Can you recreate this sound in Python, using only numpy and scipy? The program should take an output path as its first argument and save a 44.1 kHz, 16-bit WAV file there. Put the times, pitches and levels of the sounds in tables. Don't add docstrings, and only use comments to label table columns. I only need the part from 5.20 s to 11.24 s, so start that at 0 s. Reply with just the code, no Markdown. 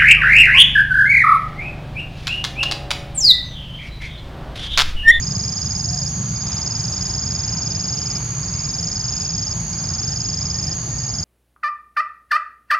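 import sys
import numpy as np
from scipy import signal
from scipy.fft import rfft, irfft, next_fast_len
from scipy.io import wavfile
from scipy.ndimage import uniform_filter1d, map_coordinates

SR = 44100
rng = np.random.default_rng(int(sys.argv[2]) if len(sys.argv) > 2 else 0)


def pcm_store(signal):
    levels = np.round(np.clip(np.atleast_2d(signal), -1, 1) * 32767)
    wavfile.write(sys.argv[1], SR, levels.astype(np.int16).T)


N = 266364

TRILLS = [
    [.0269, .0704, .1117, .155, .1975, .2395, .2819, .3249, .3705, .4182, .4619, .5092, .554, .5987, .6446,
     .69, .7338, .776, .8193, .8649],
    [1.1627, 1.2146, 1.2699, 1.321, 1.3707, 1.4182, 1.4648, 1.5101, 1.5532, 1.597, 1.6417, 1.6841, 1.7271,
     1.7686, 1.8121, 1.8559, 1.8985, 1.9402, 1.982, 2.0246, 2.067, 2.1091, 2.1515, 2.1944, 2.2376, 2.282,
     2.3269, 2.3733, 2.4204, 2.4639, 2.5086, 2.5521, 2.5985, 2.6426, 2.6861, 2.7291, 2.7756, 2.8181, 2.8613,
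     2.9055, 2.9564],
    [3.2328, 3.285, 3.3406, 3.3948, 3.4451, 3.4925, 3.5405, 3.5872, 3.6312, 3.6738, 3.7178, 3.7593, 3.8015,
     3.8431, 3.8844, 3.9262, 3.9677, 4.0095, 4.0527, 4.0959, 4.1396, 4.1822, 4.2254, 4.2704, 4.3142],
    [4.5341, 4.5864, 4.6413, 4.6918, 4.7398, 4.7881, 4.8327, 4.8775, 4.9218, 4.9635, 5.006, 5.0486, 5.0906,
     5.1327, 5.1748, 5.2161, 5.2576, 5.3032, 5.346, 5.3881, 5.4301, 5.4723, 5.517],
    [5.788, 5.8384, 5.8918, 5.9408, 5.988, 6.0328],
]
WARM_UP_S = [0.001, .135, .17, .14, .135]
# (part of the rise (-) or fall (+), deviation f/Hz; the fall is scaled by the sag)
STROKE_BEND = [(-1, -30), (-.4, 45), (0, 15), (.45, -50), (.75, -150), (1, -330)]
# (t/s, left minus right level/dB)
CRICKET_PAN = [(0, -4.5), (.9, -4.5), (1.3, -2.5), (3, -2), (4.2, -1), (5.2, -2.5), (6.04, -2.5)]
# (mean clicks per s, mean throbs per s, throb depth 0-1, click sharpness, relative level/dB,
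# left minus right level/dB, left-right likeness)
CICADAS = [(152.3, 63.3, .45, .35, -31, -7, .8), (156.3, 67, .4, .55, -32, -1.5, .7)]
# (f/Hz, level/dB)
CICADA_SPECTRUM = [(3240, -58), (5500, -28), (5850, -16.5), (6420, 2), (6640, 6.5), (6930, -5.5),
                   (7470, -28), (8200, -53.5), (10700, -63), (18000, -120)]
# (f/Hz, level/dB)
RUMBLE_SPECTRUM = [(15, -45), (30, -25), (40, -27), (48, -5.5), (80, -1.5), (110, 0.5), (140, -0.5),
                   (172, -2), (210, -13), (243, -13.5), (330, -29.5), (430, -65), (730, -120)]
# (t/s, level/dB)
RUMBLE_LEVEL = [(0, -28), (2, -28), (3, -28.5), (4.3, -29.5), (4.8, -28.5), (5.3, -29), (6.04, -28.5)]
# (t/s, firing rate f/Hz, level over the rumble/dB)
ENGINE = [(0, 23, -4), (1.6, 23.05, -4), (2.4, 23.1, -6), (3.2, 23, -10), (4.2, 23.35, -8), (5, 23.45, -7),
          (6.04, 23.6, -10)]
# (f/Hz, relative level/dB)
EXHAUST = [(46, -24), (69, -23), (92, -13), (115, -4), (138, -4), (161, -6), (184, -10.5), (207, -13)]
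# (t/s, level/dB)
HUM_LEVEL = [(0, -57), (2, -47), (3, -42), (6.04, -40)]
# (f/Hz, level/dB)
WASH_SPECTRUM = [(160, -61), (280, -4.5), (335, -2), (464, -7.5), (508, -8), (594, -7), (805, -4),
                 (900, -7), (1050, -6.5), (2020, -13), (2620, -14.5), (3790, -16), (4100, -23), (5330, -54),
                 (9020, -120)]
# (t/s, level/dB)
WASH_LEVEL = [(0, -41), (.6, -42), (1.1, -41), (1.5, -40), (2, -40.5), (3, -40), (3.5, -40.5), (3.9, -40),
              (5.15, -40.5), (6.04, -42.5)]
# (f/Hz, correlation)
ALIKE = [(60, .95), (130, 1.0), (300, 0.98), (670, .95), (1000, .88), (2220, 0.73), (3320, 0.77),
         (4960, 0.49), (11100, 0.38)]
# (f/Hz, left minus right level/dB)
LEAN = [(450, 0), (670, 1), (1490, 1.5), (3320, .5), (7410, -3.5), (11100, 0)]
# (f/Hz, level/dB)
FAR_CRICKET_SPECTRUM = [(2290, -46), (3900, -18.5), (4230, -9.5), (4350, -4), (4570, 1), (4820, 5.5),
                        (4990, -1), (5170, -2), (5370, -15), (5700, -9.5), (7410, -42), (12500, -120)]
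# (f/Hz, level/dB)
HISS_SPECTRUM = [(4650, -29), (7900, 2.5), (8450, -1), (8990, -2.5), (9920, 6), (10600, 6.5), (11000, 6),
                 (11500, -6), (15000, -38), (22000, -120)]
# (start t/s, length t/s, start f/Hz, end f/Hz, peak level before a common change/dB)
BIRD_NOTES = [(0.22, .014, 5950, 5650, -31), (.236, 0.018, 5700, 5450, -32), (0.255, .014, 5450, 5200, -36),
              (.42, 0.016, 6100, 5900, -46), (.434, .026, 5620, 5500, -40), (.45, .012, 5350, 5200, -41),
              (.57, .016, 5200, 5450, -32), (.58, 0.012, 5500, 5900, -35), (.588, 0.016, 5850, 6000, -39),
              (.657, .012, 5950, 5600, -38), (0.662, 0.011, 5450, 5250, -37),
              (.684, 0.012, 5250, 5550, -31), (0.69, .014, 5350, 5550, -38), (0.71, .012, 5550, 5600, -39),
              (0.714, 0.011, 5650, 5400, -40), (.746, .016, 5250, 5500, -38), (.757, 0.01, 5600, 5950, -41),
              (0.87, 0.018, 5860, 5680, -35), (.88, 0.018, 5670, 5520, -34), (.897, .016, 5400, 5250, -37),
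              (.91, .012, 5200, 5000, -39), (1.083, .024, 5900, 5200, -41), (4.015, .012, 8400, 7500, -40)]
# (t/s, mean f/Hz, mean rms level/dB)
COO = [(.655, 680, -51), (.69, 700, -49), (.72, 722, -48), (.75, 730, -43.5), (.775, 708, -47),
       (.795, 670, -46), (.82, 590, -48.5), (.845, 525, -47.5), (.865, 500, -53)]
# (start t/s, length t/s, start f/Hz, end f/Hz, peak level before a common change/dB)
FAINT_TONES = [(1.37, .08, 910, 890, -47), (2.92, .08, 2520, 2520, -52), (2.96, .08, 2340, 2310, -50),
               (3.07, .06, 2560, 2550, -53), (3.33, .13, 2245, 2230, -51), (3.36, .08, 2520, 2520, -52),
               (3.37, .06, 2680, 2670, -51)]
# (t/s, mean f/Hz, mean rms level/dB)
SEEP = [(1.56, 8110, -65), (1.59, 8060, -58), (1.65, 7930, -61), (1.71, 7935, -57.5), (1.76, 7960, -63),
        (1.82, 7970, -68), (1.88, 7970, -68), (1.93, 7970, -73)]
# (peak t/s, half length t/s, mean level/dB)
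RUSTLES = [(1.345, .09, -41), (5.21, .04, -54)]
# (f/Hz, level/dB)
LEAF_SPECTRUM = [(300, -20), (900, 0), (2000, -4), (4000, -5), (8000, -18), (11000, -35)]
# (peak t/s, half length t/s, level/dB)
BUZZ_SWELLS = [(2.2, .15, -54), (2.5, .18, -53), (2.96, .14, -50), (3.38, .11, -50)]
# (f/Hz, level/dB)
BUZZ_SPECTRUM = [(1700, -40), (2100, -2), (2400, 0), (2750, -2), (3300, -40)]
# (peak t/s, half length t/s, mean level/dB)
PIPES = [(4.925, .025, -48), (5.365, .028, -44.5), (5.445, .03, -52), (5.495, .022, -48.5),
         (5.745, .04, -44.5), (5.835, .04, -46.5), (5.92, .04, -54)]

STROKE_DB, WEAK_DB = (-18.9, -18.7), (4, 8.5)
PITCH_HZ, CLIMB_HZ_PER_S, FLAT_HZ = 5047, 3.8, (50, 150)
PAIR_GAP_MS, COLD_GAP_MS = 12.1, .8
SCATTER_DB, SCATTER_HZ, SCATTER_MS = .42, 6, .35
FALTER_S, FALTER_LATE_MS = 1.6841, 2
FIRST_COLD = .12
RISE_MS, FALL_MS, CUT_MS = 6.9, (4.2, 5.2), 3
COLD_RISE, COLD_FALL_MS = .75, 2.5
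REBOUND_MS, REBOUND_DB, REBOUND_FLAT_HZ = (4.4, 5.6), (-14, -25), (180, 550)
SAG_LEAST, SAG_SPREAD = (1.1, .7), (1.7, 1.2)
PORT_LEAD = 1.03 * np.array([[.5], [-.5]])


def amp(db):
    return 10 ** (np.asarray(db) / 20)


def unit(x):
    return x / np.sqrt(np.mean(x ** 2) + 1e-20)


def along(points, hz):
    f, v = np.transpose(points)
    return np.interp(np.log(hz + 1), np.log(f + 1), v)


def curves(rows):
    s, *cols = np.transpose(rows)
    return [np.interp(np.arange(N) / SR, s, c) for c in cols]


def wobble(rate):
    coarse = np.arange(0, N + 32, 32)
    knots = rng.standard_normal(int(N * rate / SR) + 4)
    smooth = map_coordinates(knots, [coarse * rate / SR])
    return np.interp(np.arange(N), coarse, smooth)


def swells(rows):
    t = np.arange(N) / SR
    return sum(amp(db) * np.exp(-((t - s) / half) ** 2) for s, half, db in rows)


def sides(pan_db):
    return amp(np.array([pan_db / 2, -pan_db / 2]))


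def filtered(x, response):
    m = next_fast_len(N + SR // 2)
    return irfft(rfft(x, m) * response(np.fft.rfftfreq(m, 1 / SR)), m)[..., :N]


def rush(spectrum, alike, lean, lead=0, gate=1):
    m = next_fast_len(N)
    hz = np.fft.rfftfreq(m, 1 / SR)
    turn = np.arccos(np.clip(along(alike, hz), -1, 1)) / 2
    noise = rfft(gate * rng.standard_normal((2, N)), m)
    mid, side = noise * [np.cos(turn), np.sin(turn)]
    phase = np.exp(.5j * lead * np.array([[1], [-1]]))
    place = sides(along(lean, hz)) * phase
    ports = np.array([mid + side, mid - side]) * place * amp(along(spectrum, hz))
    return unit(irfft(ports, m)[:, :N])


def patchy(x, patchy_db):
    z = signal.stft(x, nperseg=512)[2]
    field = uniform_filter1d(rng.standard_normal(z.shape[1:]), 4, 0)
    field = uniform_filter1d(field, 24, 1)
    return unit(signal.istft(z * amp(patchy_db * unit(field)), nperseg=512)[1][:, :N])


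def echoes(dry, t60):
    t = np.arange(SR // 4) / SR
    tail = rng.standard_normal((2, len(t))) * amp(-60 * t / t60) * (t > .003)
    tail = tail / np.linalg.norm(tail[0])
    return signal.fftconvolve(dry * np.ones((2, 1)), tail, axes=1)[:, :N]


def strokes():
    s = np.concatenate(TRILLS)
    since = np.concatenate([(np.array(trill) - trill[0]) / warm for trill, warm in zip(TRILLS, WARM_UP_S)])
    cold = np.where(s > TRILLS[0][-1], np.exp(-since ** 2), FIRST_COLD)
    falter = s == FALTER_S
    cold = np.array([cold, np.maximum(cold, falter)])
    chance = rng.standard_normal((len(s), 5)).T
    gap_ms = PAIR_GAP_MS + COLD_GAP_MS * cold[1] + FALTER_LATE_MS * falter + SCATTER_MS * chance[0]
    at = np.array([s, s + gap_ms / 1000]) + .0004
    db = np.c_[[*STROKE_DB]] - np.c_[[*WEAK_DB]] * cold + SCATTER_DB * chance[1:3]
    hz = PITCH_HZ + CLIMB_HZ_PER_S * s - np.c_[[*FLAT_HZ]] * cold + SCATTER_HZ * chance[3:]
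    return zip(at.ravel(), db.ravel(), hz.ravel(), np.repeat([0, 1], len(s)), cold.ravel())


def cricket():
    out, ms = np.zeros((2, N + SR)), np.arange(-400, 400) / SR * 1000
    for at, db, hz, second, cold in strokes():
        turn, sag = rng.uniform(0, 1, 2)
        rise = ms / RISE_MS / COLD_RISE ** cold
        fall = ms / (FALL_MS[second] + COLD_FALL_MS * cold)
        part = np.clip(np.where(ms < 0, rise, fall), -1, 1)
        shape = np.cos(np.pi / 2 * part) ** 1.5
        if not second:
            cut = np.cos(np.pi / 2 * np.clip(ms / CUT_MS, 0, 1) ** 1.5)
            shape = np.where(ms > 0, cold * shape + (1 - cold) * cut, shape)

        bend = np.interp(part, *np.transpose(STROKE_BEND))
        bend = bend * np.where(part > 0, SAG_LEAST[second] + SAG_SPREAD[second] * sag, 1)
        phase = 2 * np.pi * (turn + np.cumsum(hz + bend) / SR) + PORT_LEAD
        stroke = amp(db) * shape * np.sin(phase)

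        twitch = amp(db + REBOUND_DB[second] + 6 * (sag - .5)) * (1 - cold)
        twitch = twitch * np.exp(-((ms - REBOUND_MS[second]) / .9) ** 2)
        twitch_phase = 2 * np.pi * (hz - REBOUND_FLAT_HZ[second]) * ms / 1000 + PORT_LEAD
        out[:, round(at * SR):][:, :len(ms)] += stroke + twitch * np.sin(twitch_phase)
    dry = out[:, 400:][:, :N] * sides(curves(CRICKET_PAN)[0])
    return dry + amp(-24) * echoes(dry, .12)


def strands(buzz, throbs):
    repeat, drift_hz = .35, 40
    m = next_fast_len(N)
    comb = 1 / (1 - repeat * np.exp(-2j * np.pi * np.fft.rfftfreq(m, 1 / SR) / throbs))
    ring = np.fft.ifft(rfft(buzz, m) * comb, m)[:, :N]
    drift = np.exp(2j * np.pi * np.cumsum(drift_hz * wobble(4)) / SR)
    return unit(np.real(ring * drift))


def cicadas():
    out = amp(-31) * rush(CICADA_SPECTRUM, [(6000, .1)], [(6000, -1)])
    for clicks, throbs, depth, sharp, db, pan_db, alike in CICADAS:
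        buckle = 2 * np.pi * np.cumsum(clicks + .5 * wobble(3)) / SR
        muscle = 2 * np.pi * np.cumsum(throbs + .9 * wobble(4)) / SR
        bursts = np.exp(sharp * np.cos(buckle - .9 * np.sin(muscle)))
        gate = bursts * (1 + depth * np.cos(muscle))
        buzz = rush(CICADA_SPECTRUM, [(6000, alike)], [(6000, pan_db)], lead=-1.2, gate=gate)
        out += amp(db) * strands(buzz, throbs)
    return unit(out) * amp(-28 + 0.073 * wobble(8.1))


def rumble():
    return rush(RUMBLE_SPECTRUM, [(50, .9993), (150, .9987), (300, .98)], LEAN)


def engine():
    rate, db = curves(ENGINE)
    turn = 2 * np.pi * np.cumsum(rate) / SR
    harmonics = np.zeros(N)
    for k in range(2, 10):
        level = amp(along(EXHAUST, k * rate.mean()) + 2.5 * wobble(2.5))
        harmonics += level * np.sin(k * turn + .45 * wobble(3))
    return amp(db) * unit(harmonics)


def hum():
    return amp(curves(HUM_LEVEL)[0]) * np.sin(2 * np.pi * 50 * np.arange(N) / SR)


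def wash():
    level = amp(curves(WASH_LEVEL)[0] + .5 * wobble(5))
    return level * patchy(rush(WASH_SPECTRUM, ALIKE, LEAN), patchy_db=1.4)


def far_crickets():
    level = amp(-39.5 + 0.55 * wobble(8.1) + 0.23 * wobble(24.97))
    return level * rush(FAR_CRICKET_SPECTRUM, [(5000, 0.57)], [(5000, -.5)], lead=0.092)


def insect_hiss():
    level = amp(-52.5 + 0.73 * wobble(5.2))
    noise = rush(HISS_SPECTRUM, [(8000, -0.27), (11000, -0.32)], [(9000, 0)])
    return level * patchy(noise, patchy_db=2.5)


def glide(hz, gain, rough_db):
    gain = gain * amp(rough_db * wobble(60))
    return gain * np.sin(2 * np.pi * np.cumsum(hz * (1 + .005 * wobble(220))) / SR)


def piping_bird():
    pipe_hz = 1832
    gain = swells(PIPES) * amp(wobble(40))
    return gain * np.sin(2 * np.pi * pipe_hz * np.arange(N) / SR + .4 * wobble(15))


def birds():
    notes, calls, t = np.zeros(N), np.zeros(N), np.arange(N) / SR
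    waver = 1 + .01 * wobble(200)
    for s, length, hz0, hz1, db in BIRD_NOTES + FAINT_TONES:
        u = np.arange(0, 1, 1 / (SR * length))
        hz = hz0 + (hz1 - hz0) * u
        if length < .03:
            hz = hz * waver[round(s * SR):][:len(u)]
        tone = np.sin(2 * np.pi * np.cumsum(hz) / SR)
        notes[round(s * SR):][:len(u)] += amp(db) * np.sin(np.pi * u) ** 0.62 * tone
    for call, rough_db in ((COO, 1.8), (SEEP, 3)):
        hz, db = curves(call)
        ends = np.clip(np.minimum(t - call[0][0], call[-1][0] - t) / 0.013, 0, 1)
        calls += glide(hz, np.sqrt(2) * amp(db) * ends, rough_db)
    out = notes * amp(1.5 * wobble(150) - 2.5) + calls
    pipe = piping_bird()
    return out + amp(-7) * echoes(out, 0.35) + pipe + amp(-14) * echoes(pipe, .35)


def leaves():
    stir = swells(RUSTLES) * amp(1.1 * wobble(60))
    return stir * rush(LEAF_SPECTRUM, ALIKE, LEAN)


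def narrow_buzz():
    return swells(BUZZ_SWELLS) * patchy(rush(BUZZ_SPECTRUM, ALIKE, LEAN), patchy_db=2)


def background():
    low = rumble()
    layers = far_crickets() + insect_hiss() + wash() + narrow_buzz() + hum()
    level = amp(curves(RUMBLE_LEVEL)[0] + 0.3 * wobble(4.6))
    return level * (low + engine()) + layers


def scene():
    return cricket() + cicadas() + birds() + leaves() + background()


def record(dry):
    top_hz = 11676
    return filtered(dry, lambda hz: hz < top_hz)


dry = scene()
out = record(dry)
pcm_store(out)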